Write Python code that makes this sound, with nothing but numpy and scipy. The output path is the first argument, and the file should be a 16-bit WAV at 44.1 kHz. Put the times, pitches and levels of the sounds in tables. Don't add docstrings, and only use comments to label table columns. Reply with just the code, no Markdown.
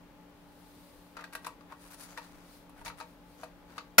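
import sys
import numpy as np
from scipy import signal
from scipy.fft import rfft, irfft, next_fast_len
from scipy.io import wavfile

SR = 44100
rng = np.random.default_rng(int(sys.argv[2]) if len(sys.argv) > 2 else 0)


def unload_audio(sound):
    columns = np.transpose(np.atleast_2d(sound))
    steps = np.round(np.clip(columns, -1, 1) * 32767)
    wavfile.write(sys.argv[1], SR, steps.astype(np.int16))


N = 176400
TIME = np.arange(N) / SR
RING_TIME = TIME[:SR // 5]
TREBLE_HZ = 3100

# (frequency [Hz], likeness [0-1])
LIKENESS = [(50, 0.46), (280, 0.82), (700, 0.68), (1400, 0.45), (3000, 0), (7000, 0)]


def from_db(db):
    return 10 ** (np.asarray(db) / 20)


def rms_one(x):
    return x / np.sqrt(np.mean(x ** 2) + 1e-20)


def bin_hz(size):
    return np.arange(size // 2 + 1) * SR / size


def at_hz(points, hz):
    point_hz, value = np.transpose(points)
    return np.interp(np.log(hz + 1), np.log(point_hz), value)


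def add(out, s, sound):
    start = int(s * SR)
    out[:, start:start + sound.shape[-1]] += sound[:, :N - start]


def drift(rate_hz):
    return rms_one(irfft(rfft(rng.standard_normal(N)) / (1 + (bin_hz(N) / rate_hz) ** 4), N))


def ripple(size, depth_db=1.5, step_hz=200.3):
    hz = bin_hz(size)
    heights = rng.standard_normal(size=256)
    return depth_db * np.interp(hz / step_hz, np.arange(len(heights)), heights) * hz / (hz + TREBLE_HZ)


def coloured(spectrum, size=N, grain=1, peaks_db=0):
    hz = bin_hz(size)
    mid, side = rfft(rng.standard_normal((2, size)) * grain)
    alike = np.clip(at_hz(LIKENESS, hz), 0, 1)
    pair = np.sqrt(1 + alike) * mid + np.sqrt(1 - alike) * side * np.array([[1], [-1]])
    (low_hz, low_db), (high_hz, high_db) = spectrum[0], spectrum[-1]
    rolled_off = [(low_hz / 2, low_db - 20), *spectrum, (high_hz * 2, high_db - 20)]
    return rms_one(irfft(pair * from_db(at_hz(rolled_off, hz) + peaks_db), size))


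def decay(t60, attack_s):
    return (1 - np.exp(-RING_TIME / attack_s)) * np.exp(-np.log(1000) * RING_TIME / t60)


def struck(x):
    return x / np.sqrt(np.mean(x[:, :SR // 100] ** 2))


def crash(spectrum, t60):
    size = len(RING_TIME)
    return struck(coloured(spectrum, size, peaks_db=ripple(size)) * decay(t60, attack_s=0.00031))


def ring(modes):
    out = 0
    for hz, db, t60 in modes:
        width = (1 - at_hz(LIKENESS, hz)) ** 2
        phase = rng.uniform(0, 2 * np.pi) + width * rng.uniform(-np.pi, np.pi, (2, 1))
        tone = np.sin(2 * np.pi * hz * RING_TIME + phase)
        out = out + from_db(db) * tone * decay(t60, attack_s=0.00079)
    return struck(out)


def fan(waver_hz=11.7, air_db=-58):
    # (frequency [Hz], level [dB], waver [0-1])
    hum = [(172.6, -70.5, 0.08), (177.5, -65, .3), (252.2, -72, .5), (289.6, -62, 0.05), (814, -74, 0.3),
           (858.3, -71, 0.7)]
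    # (frequency [Hz], noise density [dB])
    air = [(20, -11.5), (43, 0), (70, -8), (95, -9.5), (130, -9), (175, -10), (225, -10.5), (290, -9.5),
           (360, -11.5), (560, -8.5), (740, -16), (870, -13), (1600, -19.5), (3200, -25), (8000, -36),
           (16000, -33)]
    tones = 0
    for hz, db, waver in hum:
        swing = 1 + waver * (drift(waver_hz) + 1j * drift(waver_hz))
        carrier = np.exp(2j * np.pi * (hz * TIME + rng.random()))
        tones = tones + from_db(db) * rms_one(np.real(swing * carrier))
    return tones + from_db(air_db) * coloured(air)


def swells(rows):
    return sum(from_db(db) * np.exp(-((TIME - s) / half) ** 2) for s, half, db in rows)


def handling():
    # (centre [s], half length [s], level [dB])
    swishes = [(.82, 0.35, -64), (2.54, 0.088, -61), (3.1, 0.052, -68), (3.33, .08, -68)]
    # (frequency [Hz], noise density [dB])
    swish_colour = [(1000, -6), (2200, -11), (4200, 1), (6500, -7), (8000, -6), (9600, 0), (11300, -9),
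                    (13500, -1), (16000, -8.5)]
    # (centre [s], half length [s], level [dB])
    presses = [(2.34, .06, -60), (2.86, 0.089, -55.5)]
    # (frequency [Hz], noise density [dB])
    desk_colour = [(20, 5), (45, 2), (100, -3.5), (200, -7), (500, -33)]
    return swells(swishes) * coloured(swish_colour) + swells(presses) * coloured(desk_colour)


def knocks(favour_octaves=0.6, far_modes_db=-9):
    # (time [s], level [dB], pitch [Hz], body trim [dB], clack trim [dB], tick trim [dB])
    contacts = [(1.168, -34, 1340, -6, -13.5, -23), (1.192, -38.5, 1340, -6, -16, -29),
                (1.208, -40.5, 1142, -6.5, -11.5, -22), (1.24, -31.5, 1614, -11, -13.5, -23.5),
                (1.326, -39.5, 1370, -12, -14, -19), (1.332, -34.5, 1610, -10.5, -13.5, -13.5),
                (1.351, -26.5, 1598, -8.5, -13.5, -16), (1.446, -28, 1557, -13.5, -16, -24.5),
                (1.467, -23.5, 997, -10.5, -18.5, -20), (1.608, -45.5, 1150, -10, -15, -28),
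                (1.722, -37.5, 1070, -5, -19, -27), (2.175, -32, 1845, -10.5, -10, -21),
                (2.181, -30.5, 930, -9, -20.5, -26), (2.694, -42, 850, -12, -22, -19),
                (2.814, -48.5, 893, -0.5, -17, -27), (2.859, -29.5, 955, -13.5, -10.5, -21),
                (2.866, -33, 926, -8, -11, -25), (2.879, -33, 932, -13, -8.5, -27),
                (2.899, -33.5, 1300, -7.5, -22, -33), (3.001, -32.5, 1270, -11.5, -13, -23),
                (3.01, -38, 902, -2.5, -9, -25), (3.025, -41.5, 927, -6, -14, -22),
                (3.433, -31, 723, -5.5, -18, -28), (3.438, -33, 690, -13.5, -20, -23.5),
                (3.78, -29, 1242, -7.5, -10, -26)]
    # (frequency [Hz], relative level [dB], t60 [s])
    case_modes = [(486, -6, 0.18), (634, -1.5, 0.1), (766, -7.5, 0.052), (916.6, 2.5, 0.068),
                  (1007, -5.5, 0.027), (1133, 2, 0.058), (1231, 1.5, 0.045), (1341, -0.5, 0.051),
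                  (1436, -0.5, 0.065), (1575, 1.5, 0.041), (1912, 2, 0.051), (2550, -4.5, 0.065),
                  (3930, -4, 0.034)]
    # (frequency [Hz], noise density [dB])
    clack_colour = [(300, -26), (550, -11), (900, -5), (1900, -0.5), (2600, 0), (3200, -9), (4100, -2.5),
                    (5500, -9), (7000, -13), (9000, -30)]
    # (frequency [Hz], noise density [dB])
    tick_colour = [(4500, -40), (7000, -10), (8300, -3), (9800, 1), (11200, -6), (13500, -5),
                   (16000, -18.5)]
    out = np.zeros((2, N))
    mode_hz, mode_db, t60 = np.transpose(case_modes)
    for s, db, hz, body_db, clack_db, tick_db in contacts:
        far = 1 - np.exp(-(np.log2(mode_hz / hz) / favour_octaves) ** 2)
        case = from_db(-5) * ring(zip(mode_hz, mode_db + far_modes_db * far, t60))
        touched_part = from_db(-7) * ring([(hz, 0, 0.048)])
        body = from_db(body_db) * (case + touched_part)
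        clack = from_db(clack_db - 3) * crash(clack_colour, t60=0.062)
        tick = from_db(tick_db - 4) * crash(tick_colour, t60=0.05)
        add(out, s, from_db(db) * (body + clack + tick))
    return out


def sliding(slips_per_s=3000, slip_spread_db=2.5, squeak_db=6, squeak_octaves=0.19, judder_db=0.5):
    # (centre [s], half length [s], hiss level [dB], drone level [dB], squeak pitch [Hz])
    scrapes = [(1.204, 0.039, -71, -50.5, 4200), (1.437, 0.016, -63, -63, 9600),
               (1.465, 0.0028, -49, -49, 9600), (1.718, 0.023, -65.5, -53, 13000),
               (1.853, 0.064, -58.5, -62, 9700), (1.919, 0.013, -50.5, -56, 13100),
               (1.941, 0.013, -52, -54, 9350), (2.02, 0.039, -50.5, -60.5, 9800),
               (2.091, 0.071, -57.5, -59, 6700), (2.175, 0.0085, -56, -48, 2500),
               (2.234, .035, -60.5, -58, 4200), (2.324, 0.29, -65.5, -65, 2200),
               (2.796, .035, -64, -56.5, 9800), (2.856, 0.0083, -49, -50, 6550),
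               (2.879, 0.016, -49, -53, 10500), (2.992, .018, -58, -55.5, 9300),
               (3.42, 0.045, -62, -60, 6500), (3.723, 0.041, -66, -60, 4200),
               (3.769, 0.011, -60, -55.5, 4200)]
    # (frequency [Hz], noise density [dB])
    hiss_colour = [(1200, -2), (2300, -3.5), (3200, -5.5), (4500, -1.5), (7800, -6.5), (9600, -4),
                   (11200, -7), (15500, -8.5)]
    # (frequency [Hz], noise density [dB])
    drone_colour = [(300, -27), (600, -9), (920, -5), (1300, -4.5), (2000, -11), (3500, -20.5)]
    out, size = np.zeros((2, N)), SR // 2
    t, hz = TIME[:size] - size / 2 / SR, bin_hz(size)
    for s, half, hiss_db, drone_db, squeak_hz in scrapes:
        slipping = rng.random(size) < slips_per_s / SR
        slips = slipping * from_db(slip_spread_db * np.minimum(rng.exponential(1, size), 4))
        squeak = squeak_db * np.exp(-(np.log2((hz + 1) / squeak_hz) / squeak_octaves) ** 2)
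        hiss = from_db(hiss_db) * coloured(hiss_colour, size, slips, peaks_db=squeak + ripple(size))
        drone = from_db(drone_db) * coloured(drone_colour, size, slips)
        add(out, s + t[0], (hiss + drone) * np.exp(-(t / half) ** 2))
    return out * from_db(judder_db * drift(rate_hz=160))


def latch():
    # (time [s], level [dB])
    hits = [(3.9810, -23.5), (3.9828, -17.5), (3.9867, -21.5), (3.9925, -17.5)]
    # (frequency [Hz], noise density [dB])
    hit_colour = [(60, 3), (120, -2), (250, 0), (380, -7.5), (520, 1.5), (1400, 4.5), (2400, 2.5),
                  (3100, -3), (4100, -0.5), (5300, -3.5), (8200, -7), (10400, -1.5), (12000, -3.5),
                  (16000, -1)]
    # (frequency [Hz], relative level [dB], t60 [s])
    carriage_modes = [(280, -24, 0.091), (462, -18.5, 0.15), (575, -20, 0.06), (757, -11, 0.069),
                      (943, -6, 0.048), (1120, -9, 0.051), (1408, 7, 0.03), (2030, 0, 0.078),
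                      (2140, -7, 0.066), (2530, -6, .07), (3990, -14, 0.052), (5010, -9, 0.093),
                      (5430, -8, 0.1), (6930, -6, 0.076), (9750, -7, .06)]
    out = np.zeros((2, N))
    for s, db in hits:
        add(out, s, from_db(db + 1.5) * crash(hit_colour, t60=0.076))
    hardest_s, _ = max(hits, key=lambda hit: hit[1])
    carriage = from_db(-13.5) * ring(carriage_modes)
    thump = from_db(-37.5) * ring([(106, 0, 0.15)])
    add(out, hardest_s, carriage + thump)
    return out


def nearby(x, left_lead_s=0.00009):
    # (left delay [s], right delay [s], level [dB])
    reflections = [(.0009, .0013, -11), (.0023, .0018, -11.5), (.0041, .0049, -13)]
    size = next_fast_len(N + SR // 10)
    hz = bin_hz(size)
    treble = (1j * hz / (TREBLE_HZ + 1j * hz)) ** 2
    echoes = sum(from_db(db) * np.exp(-2j * np.pi * hz * np.array([[left], [right]]))
                 for left, right, db in reflections)
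    lead = np.exp(1j * np.pi * hz * left_lead_s * np.array([[1], [-1]]))
    return irfft(rfft(x, size) * (1 + treble * echoes) * lead, size)[:, :N]


def room(x, t60=0.21, onset_s=0.0043):
    # (frequency [Hz], noise density [dB])
    tail_colour = [(150, -8), (500, 1), (1300, 1.5), (2500, 1.5), (5000, 1.5), (10000, -2.5), (16000, -5)]
    t = TIME[:SR // 2]
    envelope = (1 - np.exp(-t / onset_s)) * np.exp(-np.log(1000) * t / t60)
    tail = coloured(tail_colour, len(t)) * envelope
    return signal.fftconvolve(x, tail / np.sqrt(np.sum(tail ** 2) / 2), axes=1)[:, :N]


def scene():
    drive = nearby(knocks() + sliding() + latch())
    return drive + from_db(-11.5) * room(drive) + handling() + fan()


def record(dry, cutoff_hz=15750):
    # (frequency [Hz], left minus right [dB])
    balance = [(60, -0.5), (350, 2.5), (700, 3.5), (1400, 5.5), (2100, 4), (2700, -2.5), (3800, 4),
               (5200, 5.5), (7000, 5), (8300, 3), (9800, 10.5), (11300, -4), (14000, -2.5), (16000, -8)]
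    size = next_fast_len(N + SR // 10)
    pan = from_db(np.array([[.5], [-.5]]) * at_hz(balance, bin_hz(size)))
    pan /= np.sqrt(np.mean(pan ** 2, axis=0))
    heard = irfft(rfft(dry, size) * pan, size)[:, :N]
    lowpass = signal.ellip(12, .2, 70, cutoff_hz, fs=SR, output="sos")
    return signal.sosfilt(lowpass, np.clip(heard, -1, 1))


dry = scene()
out = record(dry)
unload_audio(out)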